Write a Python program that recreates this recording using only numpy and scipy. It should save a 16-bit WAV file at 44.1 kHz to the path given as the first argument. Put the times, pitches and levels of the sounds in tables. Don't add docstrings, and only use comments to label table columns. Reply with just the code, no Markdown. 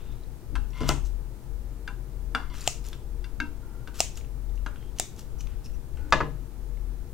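import sys
import numpy as np
from scipy import signal
from scipy.fft import rfft, irfft, next_fast_len
from scipy.io import wavfile

SR = 44100
rng = np.random.default_rng(int(sys.argv[2]) if len(sys.argv) > 2 else 0)


def transcribe(signal):
    frames = np.atleast_2d(signal).T
    limited = np.clip(frames, -1, 1)
    pcm = np.round(limited * 32767).astype(np.int16)
    wavfile.write(sys.argv[1], SR, pcm)


def level_to_linear(level):
    exponent = np.asarray(level, float) / 20
    return 10 ** exponent


N = 314433


def unit(x):
    return x / np.sqrt(np.mean(x ** 2) + 1e-20)


def along(points, hz):
    f, v = np.transpose(points)
    return np.interp(np.log(hz + 1), np.log(f + 1), v)


def filtered(x, response):
    m = next_fast_len(N + SR // 2)
    spectrum = rfft(x, m) * response(np.fft.rfftfreq(m, 1 / SR))
    return irfft(spectrum, m)[..., :N]


def resonances(peaks):
    def response(f):
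        total = 0
        for k, (centre, width, db) in enumerate(peaks):
            damping = 1j * f * width
            total = total + (-1) ** k * level_to_linear(db) * damping / (centre * centre - f * f + damping)
        return total
    return response


def struck(events, modes, body, low_hz, high_hz, clatter_db, clatter_s, after_db, level_db, attack_s=0.00042):
    out, t = np.zeros((2, N + SR)), np.arange(SR // 3) / SR
    hz, mode_db, t60 = np.transpose(modes)[:, :, None]
    bins = np.fft.rfftfreq(len(t), 1 / SR)
    for s, db, low_db, high_db, ring_db, note_hz in events:
        def tilt_db(f):
            return low_db / (1 + (f / low_hz) ** 4) + high_db / (1 + (high_hz / (f + 1)) ** 4)

        favour_db = 8 * np.exp(-(np.log(hz / note_hz) / 0.091) ** 2)
        luck_db, detune = rng.standard_normal((2, len(modes), 1))
        pitch = hz * (1 + 0.003 * detune)
        knots = rng.standard_normal((len(modes), 40))
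        waver = np.array([np.interp(t * 90, np.arange(40), row) for row in knots])
        flutter_db = 4.5 * np.minimum(t / 0.02, 1) * waver
        strength_db = mode_db + tilt_db(hz) + ring_db + favour_db + 1.03 * luck_db
        rings = level_to_linear(strength_db + flutter_db - 60 * t / t60) * np.sin(2 * np.pi * pitch * t)
        noise = unit(irfft(rfft(rng.standard_normal(len(t))) * level_to_linear(along(body, bins))))
        noise = irfft(rfft(noise) * level_to_linear(tilt_db(bins)))
        fall = level_to_linear(-60 * t / clatter_s) + level_to_linear(after_db - 12 * t / clatter_s)
        both = np.array([rings.sum(axis=0), level_to_linear(clatter_db) * fall * noise])
        out[:, round(s * SR):][:, :len(t)] += level_to_linear(db + level_db) * both * (1 - np.exp(-t / attack_s))
    return out[:, :N]


# start in seconds, peak in dB, hollow shell in dB,
# blade tips in dB, favoured note in Hz.
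SNIPS = [
    (0.8908, -6.5, -10.5, -5, 6010),
    (2.676, -5, -4, -5.5, 7380),
    (4.0043, -2.5, -1, -4.5, 5520),
    (4.9979, -8, -10.5, 1, 7860),
]
# pitch in Hz, level in dB, time to fade by 60 dB in seconds.
BLADES = [(725, 5, 0.018), (1240, -24, 0.07), (2090, -18.5, 0.036), (2770, -16, 0.036), (3520, -7.5, 0.011),
          (4080, 0.5, 0.0044), (4700, 7.5, 0.0047), (5520, 9, 0.0047), (5900, -23, .006), (6800, 2, 0.011),
          (7380, 2, 0.012), (7800, -31, 0.006)]
# frequency in Hz, level in dB per Hz.
SHELL = [(180, -51.5), (300, -80), (689, 3.5), (1750, -62), (2700, -5.5), (3760, -19), (5520, -12),
         (6410, -41.5), (7320, -7), (8640, -16), (16000, -19.5)]


def snips():
    events = [(s, db, hollow_db, tips_db, -0.5, hz) for s, db, hollow_db, tips_db, hz in SNIPS]
    return struck(events, BLADES, SHELL, low_hz=1000, high_hz=6500, clatter_db=7.0, clatter_s=0.0044,
                  after_db=-12.5, level_db=-11.0, attack_s=0.00021)


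# frequency in Hz, level in dB.
CRACK = [(300, -46), (700, -4), (1500, -13), (2700, -1.5), (4200, -7), (6500, 4), (8500, -2.5),
         (11000, -14.5), (16000, -17)]


def snaps():
    s, db = np.transpose(SNIPS)[:2]
    impulses = np.bincount(np.round(s * SR).astype(int), level_to_linear(db), N)
    return filtered(impulses, lambda hz: level_to_linear(along(CRACK, hz)))


def slip_noise():
    fine_db = 2.5 * rng.standard_normal(N // 40 + 1).repeat(40)[:N]
    coarse_db = 1.5 * rng.standard_normal(N // 150 + 1).repeat(150)[:N]
    slips = rng.standard_normal(N) * level_to_linear(fine_db + coarse_db)
    bright = level_to_linear(-1.5) * unit(filtered(slips, resonances(SCRAPE_HIGH)))
    dull = level_to_linear(-6) * unit(filtered(slips, resonances(SCRAPE_LOW)))
    return slips, bright, dull


# centre in Hz, width in Hz, level in dB.
SCRAPE_LOW = [(1280, 420, 8), (2740, 820, 6.5), (3700, 1300, -1.5)]
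SCRAPE_HIGH = [(5570, 2700, -1.5), (8170, 730, 2.5), (9500, 8500, -7.5)]


def gate(t, start, end):
    return np.clip(np.minimum(t - start, end - t) / 0.0011, 0, 1)


# end in seconds, length in seconds, first level in dB,
# last level in dB, dull layer in dB.
CUTS = [
    (0.889, 0.067, -62, -46.5, 7.5),
    (2.678, 0.14, -54, -50, 5),
    (3.998, 0.057, -52.5, -48, 1.5),
    (4.997, 0.036, -58, -60.5, 0),
]


def cuts(bright, dull):
    out, t = np.zeros(N), np.arange(N) / SR
    for end, length, first_db, last_db, dull_db in CUTS:
        left = np.clip(end - t, 0, length)
        bite_db = last_db + (first_db - last_db) * left / length
        surge_db = 17 * np.exp(-left / 0.0058)
        mix = level_to_linear(surge_db) * bright + level_to_linear(dull_db + 0.83 * surge_db) * dull
        out += gate(t, end - length, end) * level_to_linear(bite_db) * mix
    return out


# peak time in seconds, rise in seconds, fall in seconds,
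# peak in dB, dull layer in dB.
SLIDES = [(0.02, 0.27, 0.51, -73.5, 16.5), (.79, 0.17, 0.11, -59, 10), (1.058, 0.023, 0.083, -52, -4),
          (2.85, 0.017, 0.18, -51.5, 2), (2.932, .004, 0.1, -78, 23.5), (4.18, 0.0556, 0.068, -49.5, 0.5),
          (4.986, 0.0081, 0.073, -57, -2), (5.192, 0.046, 0.07, -49, -0.5), (5.408, 0.017, 0.04, -54, 1),
          (5.52, 0.42, 0.25, -76.5, 18.5), (5.656, 0.045, 0.03, -53.5, -13), (5.974, .004, 0.1, -70, 17)]


def slides(bright, dull):
    out, t = np.zeros(N), np.arange(N) / SR
    for s, rise, fall, db, dull_db in SLIDES:
        on = slice(max(round(s * SR) - SR // 2, 0), round(s * SR) + SR)
        away = np.maximum((s - t[on]) / rise, (t[on] - s) / fall)
        out[on] += level_to_linear(db - 32 * away) * (bright[on] + level_to_linear(dull_db) * dull[on])
    return out


# start in seconds, length in seconds, level in dB,
# main note in Hz, fainter note in Hz.
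RUBS = [(0.0, .16, -74, 3620, 3700), (.15, 0.098, -79, 3920, 4020), (0.876, .013, -47, 6800, 2760),
        (1.039, 0.035, -63, 6200, 5400), (2.664, .011, -43, 7400, 3600), (3.617, 0.22, -65, 1382, 895),
        (3.991, .011, -43, 5600, 2750), (4.761, .14, -69, 3170, 2760), (5.384, 0.034, -60, 6000, 5800),
        (5.4, .016, -58, 3000, 2600), (5.644, 0.027, -59, 5330, 2650), (5.73, 0.028, -66, 5840, 2700),
        (5.965, 0.15, -56, 435, 300), (5.967, .153, -62, 1460, 850)]


def rubs(slips, dull):
    out, t = np.zeros(N), np.arange(N) / SR
    for s, length, db, *notes_hz in RUBS:
        on = slice(round(s * SR), round((s + length) * SR))
        kicks = np.sign(slips[on])
        main, faint = (unit(signal.lfilter(*signal.iirpeak(hz, 32, SR), kicks)) for hz in notes_hz)
        squeak = main + level_to_linear(-4.5) * faint
        sag_db = 1 * (t[on] - s) / length
        out[on] += gate(t[on], s, s + length) * level_to_linear(db - sag_db) * (squeak + level_to_linear(-24.0) * dull[on])
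    return out


def scrape():
    slips, bright, dull = slip_noise()
    return cuts(bright, dull) + slides(bright, dull) + rubs(slips, dull)


# start in seconds, length in seconds, first level in dB,
# last level in dB, treble in dB.
GRINDS = [
    (0.73, .04, -63, -56, 4),
    (0.768, .037, -54, -57, 4),
    (0.803, .085, -50, -54, 5),
    (0.892, .04, -44, -54, 4),
    (2.352, .13, -59, -68, 4),
    (2.499, .045, -60, -61, 7),
]
# centre in Hz, width in Hz, level in dB.
STEEL = [(1000, 58, 4.5), (1440, 50, -4), (2103, 30, 4.5), (2830, 65, -10.5), (3450, 99, -11.5),
         (4000, 40, -15.5), (4570, 100, -18), (5670, 50, -15)]


def grinds():
    low, high, t = np.zeros(N), np.zeros(N), np.arange(N) / SR
    for s, length, first_db, last_db, treble_db in GRINDS:
        on = slice(round(s * SR), round((s + length) * SR))
        push_db = first_db + 23.5 + (last_db - first_db) * (t[on] - s) / length
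        push = level_to_linear(push_db) * rng.standard_normal(SR // 4)[:len(t[on])]
        low[on] += push
        high[on] += level_to_linear(treble_db) * push
    return filtered(low, resonances(STEEL[:3])) + filtered(high, resonances(STEEL[3:]))


# start in seconds, peak in dB, pitch in Hz.
CRACKS = [(0.7053, -48, 5640), (0.7335, -46, 2700), (0.7682, -51.5, 2700), (0.82, -37, 5030),
          (2.4997, -48, 4700), (2.5425, -37, 1450), (2.567, -40, 5800), (2.609, -36, 7150),
          (2.615, -34.5, 4700), (2.616, -41, 8300), (2.627, -43.5, 7440), (2.6399, -35, 6750),
          (2.644, -42.5, 6300)]
# start in seconds, peak in dB, pitch in Hz.
TICKS = [(0.125, -46, 3760), (0.2365, -49, 4030), (0.8908, -27.5, 2740), (1.0515, -51, 6500),
         (2.866, -36.5, 7000), (2.843, -44.5, 5050), (2.931, -32, 3500), (4.1565, -39.5, 5540),
         (4.1728, -33, 6800), (4.1756, -35, 2900), (4.211, -44, 2330), (4.2473, -47, 2670),
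         (4.4967, -52, 3700), (4.5574, -50, 6100), (4.577, -45, 2810), (4.76, -45, 2960),
         (4.759, -40, 1500), (4.811, -54, 3200), (4.8255, -48, 3100), (4.829, -47, 2100),
         (4.986, -31, 3000), (4.9865, -28, 6000), (4.9977, -19, 3440), (5.1633, -45, 6400),
         (5.193, -40, 5850), (5.4073, -36, 6250), (5.41, -42, 3000), (5.407, -43, 2400),
         (5.4714, -45, 2570), (5.644, -44, 5600), (5.6597, -40, 5260), (5.662, -50, 2830), (5.7, -54, 2800),
         (5.75, -61, 5900), (5.972, -49.5, 2900), (6.106, -45.5, 6800), (6.773, -47, 2150)]


def ticks():
    out, t = np.zeros(N + SR), np.arange(SR // 20) / SR
    for s, db, hz in sorted(CRACKS + TICKS):
        ring = level_to_linear(-60 * t / 0.0089) * np.sin(2 * np.pi * hz * t)
        band = signal.iirpeak(hz, 0.7, SR)
        noise = rng.standard_normal(len(t))
        near_pitch = signal.lfilter(*band, signal.lfilter(*band, noise))
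        puff = level_to_linear(-8.0 - 60 * t / 0.038) * (near_pitch + level_to_linear(-16.5) * noise)
        out[round(s * SR):][:len(t)] += level_to_linear(db) * (ring + puff)
    return out[:N]


# start in seconds, peak in dB, lowest frequency in Hz,
# highest frequency in Hz.
CLICKS = [(0.806, -25, 2000, 7000), (0.8132, -26, 2000, 7000), (0.8774, -33, 2200, 9000),
          (2.544, -40, 900, 6000), (2.5553, -43, 1500, 8000), (2.562, -36, 1540, 9000),
          (2.598, -28, 900, 6000), (2.609, -33, 3520, 10000), (2.664, -31, 1200, 9000),
          (2.8424, -34, 2500, 14000), (2.865, -45, 2000, 15000), (2.8866, -24, 1200, 15000),
          (2.9295, -45, 1200, 8000), (2.9525, -43, 2000, 7000), (3.9525, -40, 1000, 8000),
          (3.9592, -36, 1000, 6100), (4.988, -37, 2020, 12000), (5.4265, -36, 3000, 12000),
          (5.4716, -32, 790, 7000), (5.9706, -38, 1500, 9100), (6.1246, -13, 900, 7000),
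          (6.128, -24, 700, 4000), (4.0042, -19, 10500, 16500), (4.9976, -20, 8000, 16500),
          (0.89, -23, 2200, 3200), (0.8915, -24, 1100, 1700), (2.678, -24, 2400, 3000),
          (2.585, -42, 3000, 9000), (2.632, -41, 4000, 9000), (2.652, -40, 3000, 9000)]


def clicks():
    out, t = np.zeros(N + SR), np.arange(SR // 40) / SR
    for s, db, low_hz, high_hz in CLICKS:
        band = signal.butter(2, [low_hz, high_hz], "band", fs=SR, output="sos")
        noise = unit(signal.sosfilt(band, rng.standard_normal(len(t))))
        out[round(s * SR):][:len(t)] += level_to_linear(db - 8 - 60 * t / 0.0043) * noise
    return out[:N]


# frequency in Hz, level in dB per Hz.
PLASTIC = [(350, -53), (700, -10.5), (1590, 4), (1890, -24.5), (2770, -11.5), (3120, -17), (3460, -19.5),
           (4750, -24), (5210, -27), (14000, -39.5)]
# start in seconds, peak in dB, table in dB, ringing in dB, favoured note in Hz.
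KNOCKS = [
    (2.9289, -40.5, -4, -6, 1610),
    (3.242, -41, -17, 4, 2970),
    (3.8735, -34, 14, -6, 1500),
]
# pitch in Hz, level in dB, time to fade by 60 dB in seconds.
HANDLES = [(234, -10, 0.11), (282, -14, 0.24), (476, -14, 0.079), (942, -5, 0.18), (1133, -13.5, 0.19),
           (1020, -7.5, 0.16), (1340, -8, 0.2), (1430, -13.5, 0.2), (1603, -13, 0.072), (1620, -10, 0.12),
           (2040, 0.5, 0.037), (2230, -10, 0.092), (2734, -9.5, 0.09), (3510, -4, 0.033),
           (3970, -14, 0.029), (4730, -12, 0.036), (5540, -22.5, 0.053), (6200, -21, 0.0505),
           (8560, -31, 0.045)]


def light_knocks():
    events = []
    for s, db, table_db, ring_db, hz in KNOCKS:
        treble_db = 14.5 * abs(db / 40) ** 1.96
        events.append((s, db, table_db, treble_db, ring_db, hz))
    return struck(events, HANDLES, PLASTIC, low_hz=573, high_hz=2830, clatter_db=1.0, clatter_s=0.022,
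                  after_db=-4.5, level_db=-11.5)


# pitch in Hz, level in dB, time to fade by 60 dB in seconds.
FIRST_KNOCK = [(0.554, -28, 1.5, 13.5, -0.5, 1324), (0.5605, -25.5, 0, -3, 4.5, 990)]
FIRST_GRIP = [(240, -12.5, 0.12), (818, -18, 0.22), (1020, -5, 0.078), (1324, -4.5, 0.091),
              (1482, -15, 0.32), (1555, -16, .04), (1654, -25, .14), (2100, -4.5, 0.056), (2700, -9, 0.097),
              (3144, -18, .1), (3590, -15, .05), (4600, -27, .04), (6100, -22.5, .04)]
SECOND_KNOCK = [(1.8767, -26, 0, 6, 0.24, 1600), (1.884, -28, 0, -16, 2.2, 1001)]
SECOND_GRIP = [(812, -19, 0.24), (1001, -10, 0.1), (1350, 1, .05), (1590, -24, 0.18), (1580, 0.5, 0.061),
               (2100, -2, 0.032), (2353, -12, .09), (2751, -8, 0.089), (3500, -5.5, .03), (4000, -15, .05),
               (4660, -5, 0.019), (6200, -16, .04)]
LAST_KNOCK = [(4.6626, -23, 3, 2.5, 0, 1600)]
LAST_GRIP = [(257, -2, 0.053), (598, -13, 0.13), (946, -8.5, 0.1), (1070, -23, .1), (1308, 0.5, 0.065),
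             (1420, -9, 0.22), (1580, -7.5, 0.05), (2070, -10, 0.051), (2790, -4.5, 0.047),
             (3200, -10, 0.026), (4021, -11, 0.043), (4570, -13, .03), (6270, -13, .04)]


def firm_knocks():
    out = np.zeros((2, N))
    for events, grip in (FIRST_KNOCK, FIRST_GRIP), (SECOND_KNOCK, SECOND_GRIP), (LAST_KNOCK, LAST_GRIP):
        out += struck(events, grip, PLASTIC, low_hz=580, high_hz=3000, clatter_db=4.0, clatter_s=0.016,
                      after_db=-7, level_db=-12.5)
    return out


# start in seconds, peak in dB, table in dB, treble in dB, ringing in dB,
# favoured note in Hz.
PIVOT_KNOCKS = [(3.4015, -19, -2, 6.7, 1.7, 1547)]
# pitch in Hz, level in dB, time to fade by 60 dB in seconds.
PIVOT = [(247, -8.5, 0.18), (290.6, -4.5, 0.34), (950, -13, 0.23), (1310, -16, 0.073), (1410, -16, 0.27),
         (1554, -6.5, 0.15), (1597, -1.5, 0.096), (1620, -13, .025), (2150, 1.5, 0.037), (2220, -10, 0.062),
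         (2710, -10, 0.12), (3530, -20, .05), (3800, -7.5, 0.03), (4660, -12.5, 0.031), (5540, -28, .08),
         (6340, -15, 0.026)]


def pivot_knock():
    return struck(PIVOT_KNOCKS, PIVOT, PLASTIC, low_hz=580, high_hz=3000, clatter_db=1.5, clatter_s=0.015,
                  after_db=-8.5, level_db=-12.5)


# start in seconds, peak in dB, table in dB, treble in dB, ringing in dB,
# favoured note in Hz.
WIDE_KNOCKS = [(2.3486, -14.5, 0, -1.5, 2, 1380)]
# pitch in Hz, level in dB, time to fade by 60 dB in seconds.
WIDE = [(253, -13.5, 0.23), (288.4, -15.5, 0.15), (818, -27, 0.16), (930, -13.5, .2), (1080, -15, 0.21),
        (1324, -5, 0.046), (1450, -16, 0.23), (1600, -8, .035), (2130, -18, .13), (2330, -5.5, 0.056),
        (2830, -10, 0.1), (465, -15.5, 0.1), (3460, -1.5, 0.039), (3440, -36.5, 0.15), (4780, -6, 0.036),
        (5539, -33, .25), (6400, -23, .03), (8200, -15, 0.025)]


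def wide_knock():
    return struck(WIDE_KNOCKS, WIDE, PLASTIC, low_hz=590, high_hz=3100, clatter_db=4.0, clatter_s=0.018,
                  after_db=-3.5, level_db=-11.0)


# start in seconds, peak in dB, low end in dB, treble in dB,
# ringing in dB.
BLOWS = [
    (6.1239, -7.5, -8, 9, 3.5),
    (6.1276, -4.5, -8.5, -8, -7.5),
    (6.135, -12.5, -1, -11, 1),
    (6.2039, -14, 3.5, -10.5, -2.5),
    (6.208, -16.5, 6, -5.5, 3),
    (6.2167, -25.5, 2, -8, -3),
]
# pitch in Hz, level in dB, time to fade by 60 dB in seconds.
TABLE = [(148, -6.5, 0.49), (238, -24.5, 0.42), (283, -15.5, 0.52), (466, -14.5, 0.32), (623, -6.5, 0.3),
         (854, -19, 0.2), (930, -17, 0.27), (1026, -5, 0.16), (1170, 2, 0.047), (756, -21, 0.081),
         (1204, -4.5, 0.046), (1262, -2, 0.053), (1460, 1.5, 0.046), (1688, -4.5, 0.079), (1990, 1, 0.029),
         (2050, -20, 0.2), (2455, -14, 0.14), (2550, -16, 0.081), (2820, -25, 0.31), (3560, -12, 0.074),
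         (4860, -19, .04)]
# frequency in Hz, level in dB per Hz.
WOOD = [(120, -38.5), (200, -13.5), (371, -5.5), (641, -8), (761, -4), (1270, -1.5), (1390, -17),
        (1700, 0.5), (2200, -15.5), (3560, -19.5), (7300, -28.5), (9200, -56), (22000, -120)]


def drop():
    events = [(*row, 1270) for row in BLOWS]
    return struck(events, TABLE, WOOD, low_hz=555, high_hz=2100, clatter_db=6.5, clatter_s=0.03,
                  after_db=-12, level_db=-15.5)


# start in seconds, peak in dB, treble in dB, ringing in dB,
# favoured note in Hz.
THUMPS = [
    (0.521, -24.5, -32, -9, 154),
    (0.808, -24.5, -2, 4.5, 265),
    (0.817, -22, -12, 6, 164),
    (0.833, -26, 6, -3, 148),
    (0.8905, -22.5, 13.5, 4.5, 247),
    (0.896, -23, 11.5, 3.5, 822),
    (0.905, -31, 14, -1, 283),
    (0.919, -37, 7, -9, 240),
]
# pitch in Hz, level in dB, time to fade by 60 dB in seconds.
BOARD = [(66.4, -2.5, 0.87), (141.6, 1.5, 0.29), (250.6, -2, 0.17), (283, -5.5, 0.23), (443, -8.5, 0.15),
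         (628, -10.5, 0.14), (822, -16, 0.13), (1025, -6.5, 0.08), (1330, -2.5, 0.035),
         (2065, -11.5, 0.077)]
# frequency in Hz, level in dB per Hz.
CARCASS = [(53, -69.5), (90, 1.5), (388, -3), (1010, -17), (1870, -22), (2120, -36.5), (2370, -33),
           (2690, -21), (4000, -30.5), (5200, -41), (8800, -120)]


def thumps():
    events = [(s, db, -7, *rest) for s, db, *rest in THUMPS]
    return struck(events, BOARD, CARCASS, low_hz=199, high_hz=695, clatter_db=2.5, clatter_s=0.066,
                  after_db=-12.0, level_db=-12.0)


# frequency in Hz, left over right in dB.
LEAN = [(40, 16), (70, 11.5), (125, 7.5), (250, 3), (700, 2), (2400, 1.5), (5000, 1.5), (15000, 0)]
# frequency in Hz, lead in radians.
LEAD = [(40, 0.18), (80, 0.88), (125, 1.29), (200, 0.61), (400, 0.18), (1000, 0.019)]


def at_ports(near):
    def response(hz):
        lean_db = along(LEAN, hz) + 0.18 + 3.0 / (1 + ((hz - 4200) / 2500) ** 2)
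        phase = hz / 16500 - along(LEAD, hz) / 2
        return level_to_linear(np.array([[0.5], [-0.5]]) * lean_db) * np.exp(np.array([[-1j], [1j]]) * phase)
    return filtered(near, response)


# frequency in Hz, time to fade by 60 dB in seconds.
WALLS = [(200, 0.24), (1000, 0.3), (3000, 0.35), (7000, 0.28), (12000, 0.323)]
# frequency in Hz, level in dB.
WET = [(100, 12), (700, -2.5), (1500, -8), (2500, -6.5), (5000, -6.5), (8000, -5), (12000, -8.5)]


def walls(x):
    out, step = np.zeros((2, N + SR)), SR // 3
    for start in range(0, N, step):
        hz, t, z = signal.stft(rng.standard_normal((2, SR // 2)), SR, nperseg=256)
        fade = level_to_linear(-60 * t / along(WALLS, hz)[:, None])
        tail = signal.istft(z * fade, SR, nperseg=256)[1]
        tail *= 1 - np.exp(-np.arange(tail.shape[1]) / SR / 0.00052)
        tail[1] = 0.28 * tail[0] + 0.72 * tail[1]
        wet = signal.fftconvolve(x[None, start:start + step], tail / np.linalg.norm(tail[0]), axes=1)
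        out[:, start + 200:][:, :wet.shape[1]] += wet
    return filtered(out[:, :N], lambda hz: level_to_linear(along(WET, hz)))


# frequency in Hz, likeness from 0 to 1.
ALIKE = [(40, 0.87), (70, 0.99), (125, 1), (290, 0.78), (640, 0.84), (1400, 0.54), (3100, 0.075),
         (6800, .03)]


def diffuse(colour):
    def alike(hz):
        return np.clip(along(ALIKE, hz), 0, 0.99)

    def right(hz):
        return colour(hz) * level_to_linear(-along(LEAN, hz))

    a, b = rng.standard_normal((2, N))
    left = filtered(a, colour)
    shared = filtered(a, lambda hz: right(hz) * alike(hz) * np.exp(-1j * along(LEAD, hz)))
    own = filtered(b, lambda hz: right(hz) * np.sqrt(1 - alike(hz) ** 2))
    pair = np.array([left, shared + own])
    return pair / np.std(pair.mean(axis=0))


# time in seconds, level in dB.
COMPRESSOR = [(0.0, -35.5), (0.28, -41), (0.4, -48.5), (0.57, -32.5), (0.77, -47.5), (0.85, -31.5),
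              (1.21, -38.5), (1.43, -48.5), (1.49, -40), (2.1, -45), (2.16, -39), (5.08, -41), (5.8, -34),
              (5.82, -40.5), (6.02, -32.5), (6.53, -44), (7.03, -38), (7.13, -41)]
# frequency in Hz, level in dB per Hz.
DRONE = [(20, -13.5), (27, -21), (36, -19.5), (41.5, -6.5), (43, 5), (45, -8), (52, -20), (65, -14.5),
         (85, -31), (110, -34)]
# centre in Hz, width in Hz, level in dB.
HUM = [(117.5, 3.05, 0.5), (354.4, 19.2, -15.5), (460, 11, -14.5)]


def refrigerator():
    s, db = np.transpose(COMPRESSOR)
    drone_db = np.interp(np.arange(N) / SR, s, db)
    drone = level_to_linear(drone_db + 4.5) * diffuse(lambda hz: level_to_linear(along(DRONE + [(200, -100.0)], hz)))
    return drone + level_to_linear(-55.5) * diffuse(resonances(HUM))


# frequency in Hz, level in dB per Hz.
AIR = [(41, -54.5), (70, -9.5), (124, 2.5), (172, -11.5), (203, -10), (368, -16.5), (665, -25), (724, -27),
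       (843, -24), (998, -27.5), (1090, -31.5), (1200, -30), (4000, -44.5), (5200, -96.5), (8800, -120)]


def air():
    return level_to_linear(-48.5) * diffuse(lambda hz: level_to_linear(along(AIR, hz)))


# frequency in Hz, level in dB per Hz.
HISS = [(880, -5.5), (1500, -12), (1670, -13.5), (3840, -8.5), (4200, -7), (7340, -7), (15600, -8.5)]
HISS_TOP_HZ, TOP_HZ = 15800, 16900


def hiss():
    return level_to_linear(-64.5) * diffuse(lambda hz: level_to_linear(along(HISS, hz)) * (hz < HISS_TOP_HZ))


def scene():
    snip = snips()
    knocks = light_knocks() + firm_knocks() + pivot_knock() + wide_knock()
    blows = drop() + thumps()
    small = ticks() + clicks() + scrape() + grinds()
    crack = snaps()
    near = (snip + knocks + blows).sum(axis=0) + small + level_to_linear(-18.5) * crack
    around = level_to_linear(14.0) * crack + level_to_linear(-17.0) * snip.sum(axis=0) + small
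    around += level_to_linear([-5, 1.5]) @ knocks + level_to_linear([-7, -0.5]) @ blows
    return at_ports(near) + walls(around) + refrigerator() + air() + hiss()


def low_pass(x):
    return signal.sosfilt(signal.butter(12, 16940, fs=SR, output="sos"), x)


def record(dry):
    held = dry / (1 + np.abs(dry / 0.9) ** 6) ** (1 / 6)
    mix = filtered(held, lambda hz: (hz < TOP_HZ) * level_to_linear(-20.0 * (hz > HISS_TOP_HZ)))
    return low_pass(mix)


dry = scene()
out = record(dry)
transcribe(out)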